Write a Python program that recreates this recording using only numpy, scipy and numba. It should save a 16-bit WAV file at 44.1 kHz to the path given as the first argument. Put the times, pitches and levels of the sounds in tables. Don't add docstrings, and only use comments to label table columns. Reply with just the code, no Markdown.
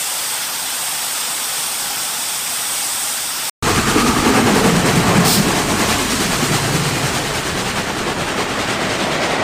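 import sys
import numpy as np
from scipy import signal
from scipy.fft import rfft, irfft, next_fast_len
from scipy.io import wavfile
from scipy.ndimage import uniform_filter1d
from numba import njit

SR = 44100
rng = np.random.default_rng(int(sys.argv[2]) if len(sys.argv) > 2 else 0)


def boost_factor(decibels):
    exponent = np.asarray(decibels, float) / 20
    return 10 ** exponent


def wrap_up_sound(samples):
    columns = np.atleast_2d(samples).T
    tamed = np.clip(columns, -1, 1)
    steps = np.round(tamed * 32767).astype(np.int16)
    wavfile.write(sys.argv[1], SR, steps)


N = 415863
T = np.arange(N) / SR

# start in seconds, end in seconds.
SILENCE_S = (3.4977, 3.6245)
# time in seconds, chimney boom in dB, boom centre in Hz, roar in dB, hiss in dB
ENGINE = [(3.63, -34, 207, -19.5, -23.5), (4.1, -19.5, 240, -21, -25), (4.4, -18, 236, -17.5, -25.5),
          (4.68, -19.5, 190, -19.5, -26.5), (4.9, -16.5, 145, -17.5, -24), (5.18, -17.5, 153, -14.5, -25),
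          (5.4, -18.5, 186, -19.5, -23), (5.65, -25, 188, -18.5, -25), (6.1, -26.5, 229, -23, -23.5),
          (6.4, -25, 149, -20.5, -23), (6.7, -21.5, 140, -19.5, -24.5), (7.2, -31.5, 140, -21, -25.5),
          (7.7, -31.5, 174, -23, -28.5), (8.1, -35, 230, -21.5, -29), (8.7, -40, 230, -20.5, -27),
          (9.1, -32, 171, -21, -25.5), (9.43, -34, 160, -20, -30)]
# time in seconds, strength in dB.
BEATS = [(3.687, 2), (3.78, 1.5), (3.892, 2), (3.984, 3), (4.083, 2.5), (4.18, 0.5), (4.276, 3), (4.371, 3),
         (4.486, 2.5), (4.572, 4.5), (4.668, 5.5), (4.767, 1), (4.875, 1.5), (4.974, 0), (5.089, -0.5),
         (5.181, 2), (5.273, 1.5), (5.394, -2.5), (5.497, -2), (5.581, 1), (5.708, -1), (5.812, 1.5),
         (5.907, 3.5), (6.003, -1.5), (6.122, 0.5), (6.221, 0), (6.332, -1.5), (6.441, -1.5), (6.544, 1),
         (6.653, -5), (6.756, 0), (6.865, -1), (6.967, -3), (7.057, 1), (7.16, 1), (7.271, -2), (7.364, 2),
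         (7.472, 1.5), (7.59, 3), (7.68, 4), (7.782, 4.5), (7.886, -0.5), (7.99, 1), (8.087, 2), (8.21, 1),
         (8.293, 2), (8.399, 3.5), (8.514, 0), (8.606, 2.5), (8.708, 3.5), (8.831, 1), (8.923, 2),
         (9.018, 2.5), (9.132, 1.5), (9.24, 5), (9.322, 5), (9.408, 1)]


def unit(x):
    return x / np.sqrt(np.mean(x ** 2))


def curves(table):
    s, *columns = np.transpose(table)
    return [np.interp(T, s, c) for c in columns]


def grit(spread_db):
    uneven = 2.9 * uniform_filter1d(rng.standard_normal(N), size=9)
    return unit(rng.standard_normal(N) * boost_factor(spread_db * uneven))


def colour(x, points):
    hz, db = np.transpose(points)
    n = next_fast_len(N)
    f = np.arange(n // 2 + 1) * SR / n + 1
    gain_db = np.interp(np.log(f), np.log(hz), db, left=-90, right=-90)
    return unit(irfft(rfft(x, n) * boost_factor(gain_db), n)[:N])


@njit
def svf(x, hz, width):
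    y, b, l = np.empty(len(x)), 0., 0.
    for i in range(len(x)):
        g, k = np.tan(np.pi * hz[i] / SR), width / hz[i]
        v = (b + g * (x[i] - l)) / (1 + g * (g + k))
        b, l, y[i] = 2 * v - b, l + 2 * g * v, k * v
    return y


def walk(rate_hz):
    k = int(SR / rate_hz)
    held = np.repeat(rng.standard_normal(N // k + 1), k)
    return unit(uniform_filter1d(uniform_filter1d(held, k), k)[:N])


def rings(x, modes, drift, flicker_db):
    out = np.zeros(N)
    for hz, width_hz, db in modes:
        gain = boost_factor(db + flicker_db * walk(9))
        out += gain * unit(svf(x, hz * (1 + drift * walk(5)), 1. * width_hz))
    return out


def mottle(x, patchy_db):
    z = signal.stft(x, nperseg=1536)[2]
    chance = unit(uniform_filter1d(rng.standard_normal(z.shape), size=3, axis=0))
    gain = boost_factor(patchy_db * (chance - .3 * chance ** 2))
    return unit(signal.istft(z * gain, nperseg=1536)[1][:N])


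def wagons():
    start_s, end_db, rise_db_per_s = 8.0, -20.5, 13.5
    # centre in Hz, width in Hz, relative level in dB.
    wagon_rings = [(625, 250, 13), (1874, 96, 4), (3520, 200, -29.5)]
    dull = signal.sosfilt(signal.butter(2, 4200., fs=SR, output="sos"), grit(spread_db=4.0))
    bodies = mottle(rings(dull, wagon_rings, drift=.02, flicker_db=1.2), 2.3)
    swell = boost_factor(end_db + rise_db_per_s * (T - T[-1]))
    return bodies * swell * np.clip((T - start_s) / 0.25, 0, 1)


def wheels():
    roll_db, drone_re_roll_db = -23.5, -20
    drone_build_db, drone_build_s = -2.5, 0.88
    # frequency in Hz, relative density in dB per Hz.
    rolling = [(180, -37.5), (300, -18), (453, -6.5), (835, -1.5), (2140, -1.5), (3400, -0.5), (4000, -2.5),
               (6790, -4.5), (8560, -11), (10100, -11.5), (14300, -5), (15500, -8)]
    # centre in Hz, width in Hz, relative level in dB.
    rail_rings = [(836, 144, -6.5), (1310, 420, -9), (3480, 330, -6.5), (4960, 580, -4.5), (5530, 430, -5),
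                  (11600, 500, -9), (14200, 500, -22)]
    # centre in Hz, width in Hz, relative level in dB.
    sizzle_bands = [(8350, 1500, 6), (8900, 320, -10)]
    # time in seconds, level in dB.
    sizzle_level = [(0.0, -22), (0.02, -23), (0.49, -27.5), (0.96, -24), (1.9, -25), (2.82, -23),
                    (3.36, -26), (3.48, -24.5)]
    # frequency in Hz, relative density in dB per Hz.
    baseboard = [(15, -36), (25, -9.5), (75, -10.5), (182, -2), (209, -8.5), (235, 0), (400, -8),
                 (520, -41), (880, -120)]

    contacts = grit(spread_db=0.5)
    roll = colour(contacts, rolling) * boost_factor(0.26 * walk(14))
    roll = roll + boost_factor(-10.5) * rings(contacts, rail_rings, drift=0.01, flicker_db=1.1)
    roll = mottle(roll, 2.8)
    sizzle = mottle(rings(grit(spread_db=0.0), sizzle_bands, drift=0.0067, flicker_db=0.95), 2.8)
    drone_db = drone_re_roll_db + drone_build_db * np.exp(-T / drone_build_s)
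    drone = boost_factor(drone_db) * colour(rng.standard_normal(N), baseboard)
    return boost_factor(roll_db) * (roll + drone) + boost_factor(curves(sizzle_level)[0]) * sizzle


def jet():
    start_s, attack_s, hold_s = 5.243, 0.013, 0.11
    open_db, swell_db = -19, 3
    drop_t60_s, tail_t60_s, tail_db = 0.22, 0.55, -11.5
    # frequency in Hz, relative density in dB per Hz.
    jet_colour = [(1500, -35), (2500, -10), (4230, -3), (5050, -0.5), (6440, -8), (8480, -3.5),
                  (10500, -13), (12500, -11), (14200, -10), (15600, -8)]
    blast = mottle(colour(rng.standard_normal(N), jet_colour), 2.8)
    open_s = T - start_s
    shut_s = np.maximum(open_s - hold_s, 0)
    held = np.clip(open_s / attack_s, 0, 1) * boost_factor(open_db + swell_db * np.clip(open_s / hold_s, 0, 1))
    decay = boost_factor(-60 * shut_s / drop_t60_s) + boost_factor(tail_db - 60 * shut_s / tail_t60_s)
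    return blast * held * decay


def thumps():
    t60_s, push_s = 0.082, 0.0049
    # start in seconds, level in dB, lower pitch in Hz.
    thump_list = [(3.765, -4, 132), (3.871, -14, 338), (3.957, 2, 309), (4.041, -5, 237), (4.169, -10, 314),
                  (4.265, 0, 241), (4.39, -1, 241), (4.661, -2, 188), (4.755, -9, 167), (4.969, -3, 172),
                  (5.394, -3, 180), (5.466, -3, 196), (5.799, -9, 221), (6.009, -6.5, 254),
                  (6.194, -13, 290), (6.421, -6, 250), (7.031, -9, 140), (8.064, -12, 343)]
    out, k = np.zeros(N), np.arange(int(.1 * SR)) / SR
    fade = (1 - np.exp(-k / push_s)) * np.exp(-np.log(1000) * k / t60_s)
    for (s, db, hz), phase in zip(thump_list, rng.random((len(thump_list), 2))):
        ring = np.sin(2 * np.pi * (hz * k + phase[0]))
        ring = ring + 0.55 * np.sin(2 * np.pi * (1.405 * hz * k + phase[1]))
        i = int(s * SR)
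        out[i:i + len(k)] += boost_factor(db) * (fade * ring)[:N - i]
    return out


def rumble():
    start_db, fade_db_per_s, far_db = -24.5, -2.5, -38.5
    # frequency in Hz, relative density in dB per Hz.
    rumble_colour = [(12, -41), (20, -9.5), (75, -5.5), (110, -5.5), (140, -3), (240, -120)]
    rumble_db = np.maximum(start_db + fade_db_per_s * (T - SILENCE_S[1]), far_db)
    return colour(rng.standard_normal(N), rumble_colour) * boost_factor(rumble_db)


def puffs(db, rise_s, fall_s, between_db):
    power = np.full(N, boost_factor(between_db) ** 2)
    k = np.arange(int(.3 * SR)) / SR
    from_peak_s = k - 2 * rise_s
    shape = np.exp(-(from_peak_s / np.where(from_peak_s < 0, rise_s, fall_s)) ** 2)
    for (s, *_), d in zip(BEATS, db):
        i = int((s - 2 * rise_s) * SR)
        power[i:i + len(k)] += boost_factor(d) ** 2 * shape[:N - i]
    return np.sqrt(power)


def boom():
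    over_beat_db, scatter_db = -1.4, 3
    boom_db, boom_hz, _, _ = curves(ENGINE)
    beat_db = np.transpose(BEATS)[1] + over_beat_db + scatter_db * rng.standard_normal(len(BEATS))
    chimney = unit(svf(svf(grit(spread_db=1.2), boom_hz, 60.), boom_hz, 100.))
    return chimney * boost_factor(boom_db) * puffs(beat_db, 0.017, 0.027, -0.7)


def hollows():
    upper_start_hz, sag_hz_per_s, upper_lowest_hz = 1244, -110, 1020
    # time in seconds, low rings in dB, middle rings in dB, upper ring in dB; ahead of the beats.
    hollow_levels = [(3.63, -33, -42, -29.5), (4.0, -28.5, -38, -25.5), (4.45, -24, -27, -28),
                     (4.75, -30, -32, -38), (5.15, -26, -27, -24), (5.4, -29.5, -32, -35),
                     (6.0, -26, -29, -30), (6.15, -35, -44, -38), (7.0, -44, -47, -47)]
    # centre in Hz, width in Hz, relative level in dB.
    low_rings = [(312, 53, -2), (428, 43, 1)]
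    # centre in Hz, width in Hz, relative level in dB.
    middle_rings = [(726, 59, 2), (840, 42, 2)]
    low_db, middle_db, upper_db = curves(hollow_levels)
    blast = grit(spread_db=0.0)
    low = unit(rings(blast, low_rings, drift=0.018, flicker_db=3.1)) * boost_factor(low_db)
    middle = unit(rings(blast, middle_rings, drift=0.011, flicker_db=1.5)) * boost_factor(middle_db)
    upper_hz = np.maximum(upper_start_hz + sag_hz_per_s * (T - SILENCE_S[1]), upper_lowest_hz)
    upper = unit(svf(svf(blast, upper_hz, 170.), upper_hz, 260.)) * boost_factor(upper_db)
    return (low + middle + upper) * (T < hollow_levels[-1][0])


def roar():
    over_beat_db, blur_db_per_s, scatter_db = 1.54, -1.28, 1.5
    cancel_near, cancel_far, turn_s, turn_scale_s = 0.83, 0.23, 4.3, .1
    # centre in Hz, width in Hz.
    cancelled = (570, 200)
    # frequency in Hz, relative density in dB per Hz.
    roar_colour = [(53, -40), (90, -6.5), (140, -2.5), (282, 0.5), (399, 0.5), (519, -2), (695, -1.5),
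                   (1450, -8.5), (2500, -12), (3250, -19), (5500, -120)]
    roar_db = curves(ENGINE)[2]
    beat_s, strength_db = np.transpose(BEATS)
    beat_db = strength_db + over_beat_db + blur_db_per_s * (beat_s - SILENCE_S[1])
    beat_db = beat_db + scatter_db * rng.standard_normal(len(BEATS))
    broad = mottle(colour(grit(spread_db=2.0), roar_colour), 2.5) * boost_factor(roar_db)
    cancel = cancel_far + (cancel_near - cancel_far) / (1 + np.exp((T - turn_s) / turn_scale_s))
    echo = svf(broad, np.full(N, 1. * cancelled[0]), 1. * cancelled[1])
    broad = broad - np.clip(cancel, 0, 1) * echo
    return (broad + hollows()) * puffs(beat_db, 0.026, 0.031, -1.85)


def hiss():
    air_re_hiss_db, recedes_s, air_loss_db_per_s = -4, 6.72, -4.5
    # frequency in Hz, relative density in dB per Hz.
    hiss_colour = [(1060, 1), (1800, 1), (2050, 0), (3340, -0.5), (7000, -13), (9100, -18.5), (15400, -120)]
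    # frequency in Hz, relative density in dB per Hz.
    air_colour = [(3820, -10.5), (6500, -6), (8690, -3.5), (10800, -12), (14000, -13), (14800, -16),
                  (15500, -19)]
    hiss_db = curves(ENGINE)[3]
    air_db = hiss_db + air_re_hiss_db + air_loss_db_per_s * np.maximum(T - recedes_s, 0)
    steam = mottle(grit(spread_db=1.5), 2.8)
    flow = puffs(np.transpose(BEATS)[1], 0.024, 0.039, -2.0)
    air = colour(steam, air_colour) * boost_factor(air_db) * flow ** 1.05
    return colour(steam, hiss_colour) * boost_factor(hiss_db) * flow + air


def engine():
    return rumble() + boom() + roar() + hiss()


def scene():
    stop_s, start_s = SILENCE_S
    first = np.clip((stop_s - T) / 0.0018, 0, 1) * wheels()
    second = np.clip((T - start_s) / 0.00087, 0, 1) * (wagons() + jet() + thumps() + engine())
    return np.tile(first + second, (2, 1))


def band_limit(x):
    return signal.sosfilt(signal.butter(12, 16090, fs=SR, output="sos"), x)


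def record(dry):
    limit, ceiling, top_hz = 0.51, .8, 15600
    peak = np.sqrt(2 * signal.lfilter([.004], [1, .004 - 1], dry ** 2))
    held = dry / (1 + (peak / limit) ** 4) ** 0.21
    rounded = ceiling * np.tanh(held / ceiling)
    edge = np.clip((top_hz - np.arange(N // 2 + 1) * SR / N) / 120, 0, 1)
    mix = irfft(rfft(rounded) * np.sin(edge * np.pi / 2) ** 2, N)
    return band_limit(mix)


dry = scene()
out = record(dry)
wrap_up_sound(out)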